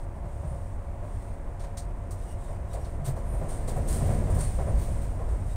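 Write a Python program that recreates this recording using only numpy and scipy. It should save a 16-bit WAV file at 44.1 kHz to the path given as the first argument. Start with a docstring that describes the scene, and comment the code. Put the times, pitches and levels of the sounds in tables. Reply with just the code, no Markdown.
"""Inside a passenger train rolling through a depot yard: wheels rumble through the floor, knock in pairs at the
rail joints and roar louder over a set of points, above the steady hum of machinery and the rush of air vents.
Close by, something rustles and scuffs in short, sharp bursts, and the swaying interior squeaks faintly.
Wheels, air and rubbing are filtered noise, the rubbing with random slips; hum and squeaks are sums of sines."""
import sys
import numpy as np
from scipy import signal
from scipy.fft import rfft, irfft
from scipy.io import wavfile
from scipy.ndimage import uniform_filter1d

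SR = 44100
rng = np.random.default_rng(int(sys.argv[2]) if len(sys.argv) > 2 else 0)


def wav_record(signal):
    """Record a signal, one row per channel, as 16-bit PCM in the file named by sys.argv[1]."""
    frames = np.transpose(np.atleast_2d(signal))
    bounded = np.clip(frames, -1, 1)
    # unit amplitude maps onto the largest positive 16-bit level
    quanta = np.round(bounded * 32767).astype(np.int16)
    wavfile.write(sys.argv[1], SR, quanta)


N = 245188
TIME = np.arange(N) / SR
FREQ = np.maximum(np.arange(N // 2 + 1) * SR / N, 1)

# the track, plain at first and rough over the points; changes of level from plain track:
# time_s, floor_shaking_db, wheel_roughness_db
TRACK_CONDITION = [(0, 0, 0.5), (.6, 1, 0), (1.0, 1, 1), (2.3, 1, 1), (2.95, 2.5, 2.5), (3.22, 3, 3),
                   (3.62, 5.5, 5), (3.88, 8.5, 7), (4.15, 9, 10), (4.42, 9.5, 7), (4.52, 8.5, 4),
                   (4.76, 8, 6.5), (4.92, 9, 4), (5.13, 5, 3.5), (5.56, 6, 2)]
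# rail joints, each knocked by one wheel after the other:
# first_knock_s, clatter_level_db, thud_level_db, second_knock_relative_db
RAIL_JOINTS = [(0.154, -52.5, -43.5, 5), (.425, -44.5, -34.5, -1), (1.023, -45, -46, -29),
               (1.625, -48.5, -59, -8), (2.488, -44, -53, -28), (2.733, -39, -48, -16),
               (2.984, -47, -32.5, 5.5), (3.158, -41, -50, -7.5), (3.326, -42, -39.5, 4),
               (3.495, -43, -46, -9), (3.676, -39.5, -35.5, 2), (4.003, -39, -31, 1),
               (4.277, -40.5, -30, 1), (4.583, -36, -29.5, -1), (4.875, -44.5, -45, -18),
               (5.183, -39, -41, -8.5), (5.315, -45, -48, -12)]

# narrow resonance that colours all close treble
TREBLE_PEAK_HZ, TREBLE_PEAK_WIDTH_HZ, TREBLE_PEAK_DB = 8745, 810, 15
CUTOFF_HZ = 15650


def from_db(db):
    """Amplitude ratio: 20 dB is a factor of ten."""
    return 10 ** (np.asarray(db) / 20)


def rms_one(x):
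    """Normalization to unit mean power."""
    return x / np.sqrt(np.mean(x ** 2) + 1e-20)


def in_time(rows):
    """Linear interpolation of each column at every sample."""
    time_s, *columns = np.transpose(rows)
    return [np.interp(TIME, time_s, column) for column in columns]


def colour(points):
    """Spectral envelope, straight in dB over log frequency, with 24 dB per octave skirts beyond the ends."""
    hz, db = np.transpose(points)
    envelope = from_db(np.interp(np.log(FREQ), np.log(hz), db))
    skirts = np.minimum(FREQ / hz[0], 1) * np.minimum(hz[-1] / FREQ, 1)
    return envelope * skirts ** 4


def shaped(x, gain):
    """Linear filtering by multiplication in the frequency domain, then unit power."""
    return rms_one(irfft(rfft(x) * gain, N))


def drift(rate_hz):
    """Low-passed noise of unit spread: a random fluctuation, its gain halved at rate_hz."""
    return shaped(rng.standard_normal(N), 1 / (1 + (FREQ / rate_hz) ** 2))


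def steady_noise(points, even_s):
    """Coloured noise divided by its running level, so its power is even over stretches longer than even_s."""
    noise = shaped(rng.standard_normal(N), colour(points))
    size = max(int(even_s * SR), 2)
    running_power = uniform_filter1d(uniform_filter1d(noise ** 2, size), size)
    return noise / np.sqrt(running_power + 1e-9)


def friction(per_s, spread_db, smooth):
    """Dry friction: tiny slips of uneven size at random moments, on a bed of smooth hiss."""
    size_db = spread_db * np.minimum(rng.exponential(1, N), 4)
    impulses = from_db(size_db) * rng.choice([-1, 1], N)
    slips = impulses * (rng.random(N) < per_s / SR)
    return rms_one(slips) + smooth * rng.standard_normal(N)


def resonance(hz, width_hz, db):
    """Resonance: one peak on a flat response, as a gain per frequency."""
    return np.sqrt(1 + (from_db(db) ** 2 - 1) / (1 + (2 * (FREQ - hz) / width_hz) ** 2))


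def vents():
    """Flow noise: the air conditioning blows as stationary broadband noise, whatever the track does."""
    # air spectrum: frequency_hz, relative_level_per_hz_db
    air_spectrum = [(170, 0), (220, 11.5), (300, -2.5), (500, -9), (680, 0), (820, 9.5), (1000, 8),
                    (1150, 3), (1400, -3), (2000, -33.5)]
    return from_db(-54.5) * shaped(rng.standard_normal(N), colour(air_spectrum))


def machinery():
    """Periodic vibration: steady tones share a slight waver in pitch, and each wavers in strength."""
    # machinery tones: frequency_hz, mean_rms_level_db
    hum_tones = [(39.2, -48.5), (93.8, -45), (277.5, -61.5), (348.5, -61.5), (555.8, -57), (694.8, -58)]
    warped_time = np.cumsum(1 + 0.0018 * drift(rate_hz=2.5)) / SR
    out = np.zeros(N)
    for hz, db in hum_tones:
        rms = from_db(db + 1.54 * drift(rate_hz=3.9))
        out += rms * np.sqrt(2) * np.sin(2 * np.pi * (hz * warped_time + rng.random()))
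    return out


def squeaks():
    """Stick-slip oscillation: brief tones of unsteady, gliding pitch with a few overtones."""
    # squeaks: start_s, length_s, pitch_hz, glide_share_of_pitch, unsteadiness_share_of_pitch,
    # level_before_resonance_db
    squeak_events = [(.45, 0.11, 9200, .05, .01, -75.5), (2.202, 0.054, 3780, 0.0036, .025, -76),
                     (2.265, 0.1, 2870, -0.03, 0.021, -69), (2.39, .14, 3670, -.022, 0.024, -75),
                     (2.69, 0.06, 3800, -0.01, .025, -70), (2.70, .05, 5700, 0, .012, -73),
                     (2.795, 0.06, 5640, 0, 0.0098, -71), (3.24, 0.19, 11650, 0, .022, -71),
                     (3.247, 0.17, 9270, -0.013, 0.029, -69.5), (3.25, .2, 14300, 0, .02, -75),
                     (4.375, .13, 4440, -0.027, 0.024, -62.5), (4.663, 0.059, 9000, -0.013, 0.015, -69),
                     (4.893, .05, 10200, 0, .014, -67), (5.496, 0.058, 3740, 0.011, .02, -68)]
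    # fundamental and overtones: relative_level_db
    partial_levels = [4.5, -1, -5, -9]
    out = np.zeros(N)
    waver = drift(rate_hz=350)
    for start, length, hz, glide, unsteady, db in squeak_events:
        during = (TIME > start) & (TIME < start + length)
        progress = (TIME[during] - start) / length
        pitch_hz = hz * (1 + unsteady * waver[during]) * (1 + glide * (progress - .5))
        turns = np.cumsum(pitch_hz) / SR
        tone = np.zeros(len(turns))
        for k, partial_db in enumerate(partial_levels, 1):
            if k * hz < CUTOFF_HZ:
                tone += from_db(partial_db) * np.sin(2 * np.pi * k * turns)
        out[during] += from_db(db) * np.sin(np.pi * progress) * tone
    return irfft(rfft(out) * resonance(TREBLE_PEAK_HZ, TREBLE_PEAK_WIDTH_HZ, TREBLE_PEAK_DB), N)


def rustle():
    """Sliding friction: continuous light rubbing grows with the shaking, and each rub adds its power."""
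    # rustle spectrum ahead of the resonance: frequency_hz, relative_level_per_hz_db
    rustle_spectrum = [(1800, 3), (3200, 1), (4400, -1), (5200, -0.5), (7500, -0.5), (9500, -2),
                       (10600, -7.5), (12500, -8), (14300, -5.5), (15500, -5.5)]
    # light rubs between the scuffs: start_s, length_s, peak_level_db
    light_rubs = [(-.08, 0.14, -64), (.12, 0.07, -69), (0.246, 0.52, -64), (1.027, .35, -63),
                  (2.167, 0.19, -59), (2.367, 0.21, -60.5), (2.67, 0.3, -61.5), (3.22, 0.82, -59.5),
                  (3.93, 0.27, -50), (4.31, 0.34, -53.5), (4.72, 0.45, -59), (5.46, 0.087, -59)]
    fullness = 0.32   # below 1 the swell of a rub is flat-topped
    shake_db, _ = in_time(TRACK_CONDITION)
    power = from_db(-71 + 1.77 * shake_db) ** 2   # dB of rubbing per dB of shaking
    for start, length, db in light_rubs:
        progress = np.clip((TIME - start) / length, 0, 1)
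        swell = np.abs(np.sin(np.pi * progress)) ** fullness
        power = power + (from_db(db) * swell) ** 2
    gain = colour(rustle_spectrum) * resonance(TREBLE_PEAK_HZ, TREBLE_PEAK_WIDTH_HZ, TREBLE_PEAK_DB)
    rubbing = shaped(friction(per_s=3000, spread_db=-1.0, smooth=1.0), gain)
    return np.sqrt(power) * from_db(0.4 * drift(rate_hz=38)) * rubbing


def scuffs():
    """Friction exciting resonance: dense slips start sharply, last a moment and decay, each with its own ring."""
    # scuffs: start_s, level_db, rise_s, hold_s, t60_s, brightness_db_per_octave, ring_hz, ring_peak_db
    scuff_events = [ (1.594, -53.5, .003, 0.015, 0.29, -5, 4900, 3),
                    (1.632, -56, .005, .012, .14, -7, 4400, 0),
                    (1.769, -42.5, .006, .006, 0.17, -2, 5250, 8),
                    (2.106, -48, 0.0043, 0.0088, 0.17, 1.5, 5400, 4),
                    (2.308, -60, .003, .008, .12, 2, 11000, 4), (2.73, -49.5, .004, .01, .15, 0, 3880, 6),
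                    (2.839, -55.5, .008, .01, 0.15, -4.5, 4400, 11),
                    (3.042, -43, 0.016, 0.026, 0.15, -3, 14000, 7),
                    (3.157, -58, 0.0078, 0.021, 0.23, -3, 15000, 5),
                    (3.486, -47.5, .004, 0.033, 0.42, -3.5, 9700, 7),
                    (3.673, -43.5, .009, .006, 0.23, -1, 4300, 2),
                    (3.76, -55, .004, .008, .11, 3, 12500, 10),
                    (3.869, -40, 0.019, 0.054, 0.46, -2.5, 10800, 8),
                    (4.065, -55, .002, 0.0053, .08, 7, 14200, 8), (4.297, -49, .005, .008, .12, 2, 9300, 5),
                    (4.343, -50.5, .003, .012, 0.2, 3, 12500, 4),
                    (4.379, -39, 0.031, .006, 0.37, -5.5, 9800, 16),
                    (4.774, -51, 0.018, 0.056, .25, -4, 14800, 11),
                    (5.007, -54.5, .015, .03, .15, -6, 14600, 11),
                    (5.286, -53.5, .003, .01, .4, -7, 4300, -3), ]
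    # common scuff spectrum ahead of the resonances: frequency_hz, relative_level_per_hz_db
    scuff_spectrum = [(900, 5), (1700, 4.5), (2800, -0.5), (4300, 4.5), (5200, 2.5), (6500, 5.5),
                      (8000, 4.5), (9500, 3.5), (10600, 0.5), (12000, 1), (14200, 2), (15500, 1)]
    ring_width_hz = 2400
    out = np.zeros(N)
    gain = colour(scuff_spectrum) * resonance(TREBLE_PEAK_HZ, TREBLE_PEAK_WIDTH_HZ, TREBLE_PEAK_DB)
    slips = rfft(friction(per_s=2100, spread_db=3.0, smooth=1.0)) * gain
    for start, db, rise, hold, t60, bright_db, ring_hz, ring_db in scuff_events:
        age = TIME - start
        decay = from_db(-60 * np.clip((age - rise - hold) / t60, 0, 2))
        stroke = np.clip(age / rise, 0, 1) * decay
        tilt = from_db(bright_db * np.log2(FREQ / TREBLE_PEAK_HZ))
        tone = tilt * resonance(ring_hz, ring_width_hz, ring_db)
        out += from_db(db) * stroke * rms_one(irfft(slips * tone, N))
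    return out * from_db(0.42 * drift(rate_hz=150))


def bumps():
    """Vibration isolation: the suspension softens each bump in the track into a short, low swell."""
    # bumps: start_s, level_db, length_s, centre_hz
    track_bumps = [(0.433, -34.5, 0.14, 65.5), (3.28, -31.5, .18, 48.8), (3.985, -33.5, 0.22, 87),
                   (4.258, -27.5, 0.14, 96), (4.682, -22, 0.145, 62), (5.27, -26.5, 0.11, 51.4)]
    width_oct = 0.33   # from the centre to where the gain is 1/e
    out, roughness = np.zeros(N), rng.standard_normal(N)
    for start, db, length, hz in track_bumps:
        swell = np.sin(np.pi * np.clip((TIME - start) / length, 0, 1))
        band = np.exp(-(np.log2(FREQ / hz) / width_oct) ** 2)
        thud = swell * shaped(roughness, band)
        # give the noise exactly the energy of its swell
        out += from_db(db) * thud * np.sqrt(np.sum(swell ** 2) / np.sum(thud ** 2))
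    return out


def knocks(levels_db, t60):
    """Impact and exponential decay: power of the double knocks at the joints, each rising, held and dying away."""
    wheel_gap_s, rise_s, hold_s = 0.083, 0.007, 0.017
    power = np.zeros(N)
    for (start, _, _, second_db), db in zip(RAIL_JOINTS, levels_db):
        first_age = TIME - start
        for age, knock_db in ((first_age, db), (first_age - wheel_gap_s, db + second_db)):
            fall = np.clip((age - rise_s - hold_s) / t60, 0, 2)
            power += (np.clip(age / rise_s, 0, 1) * from_db(knock_db - 60 * fall)) ** 2
    return power


def wheels():
    """Rolling noise: roughness shakes the floor, booms and roars through the windows; joints add impacts."""
    # spectra of floor rumble, carriage boom, wheel roar, rail hiss and the bogie's answer to a knock:
    # frequency_hz, relative_level_per_hz_db
    rumble_spectrum = [(12, -14), (22, 1.5), (30, -6.5), (39, -1), (52, -5), (66, -4), (80, -9), (100, -7),
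                       (125, -26.5), (160, -23.5)]
    boom_spectrum = [(85, -34), (118, 1), (150, 1.5), (180, -7.5), (215, -3.5), (250, -9), (277, -11.5),
                     (315, -12), (380, -13.5), (480, -13.5), (600, -18.5)]
    roar_spectrum = [(250, -26), (330, -6), (380, -4.5), (460, -6), (530, -1.5), (600, 1.5), (680, -1.5),
                     (760, -4.5), (870, -13), (980, -8), (1150, -15.5), (1400, -22.5), (2500, -41)]
    hiss_spectrum = [(800, -3), (1200, -4.5), (1550, -0.5), (2050, -2.5), (2600, -10), (3300, -16.5),
                     (5000, -22.5), (7500, -18.5), (8800, -23), (10500, -21.5), (13500, -30), (15500, -26)]
    thud_spectrum = [(100, -5), (125, 1.5), (150, 2), (172, -10), (200, -24)]
    shake_db, rough_db = in_time(TRACK_CONDITION)
    _, clatter_db, thud_db, _ = np.transpose(RAIL_JOINTS)
    clatter_power = knocks(clatter_db, t60=0.31)
    thud_power = knocks(thud_db, t60=0.24)
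    judder = from_db(0.4 * drift(rate_hz=47))

    # level in dB on plain track, plus dB per dB of roughness
    boom_level = from_db(-49.5 + 1.84 * rough_db)
    rolling_roar = from_db(-52 + 1.07 * rough_db)
    rolling_hiss = from_db(-61.5 + 0.9 * rough_db)
    # independent sources add in power; a knock hisses 20 dB below its clatter
    roar_level = np.sqrt(rolling_roar ** 2 + clatter_power)
    hiss_level = np.sqrt(rolling_hiss ** 2 + from_db(-20) ** 2 * clatter_power)

    rumble = from_db(-35 + shake_db) * steady_noise(rumble_spectrum, even_s=0.13)
    boom = boom_level * judder * steady_noise(boom_spectrum, even_s=0.071)
    roar = roar_level * judder * steady_noise(roar_spectrum, even_s=0.053)
    hiss = hiss_level * np.sqrt(judder) * steady_noise(hiss_spectrum, even_s=0.035)
    thuds = np.sqrt(thud_power) * steady_noise(thud_spectrum, even_s=0.035)
    return rumble + boom + roar + hiss + thuds


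def scene():
    """Superposition: the pressures of all sources add, as heard from a window seat."""
    background = vents() + machinery()
    close_by = squeaks() + rustle() + scuffs()
    return (background + close_by + bumps() + wheels())[None]


def record(dry):
    """Band limiting: a steep elliptic low-pass cuts the top."""
    low_pass = signal.ellip(14, .1, 80, CUTOFF_HZ, fs=SR, output="sos")   # order, ripple dB, stopband dB
    return signal.sosfilt(low_pass, dry)


dry = scene()
out = record(dry)
wav_record(out)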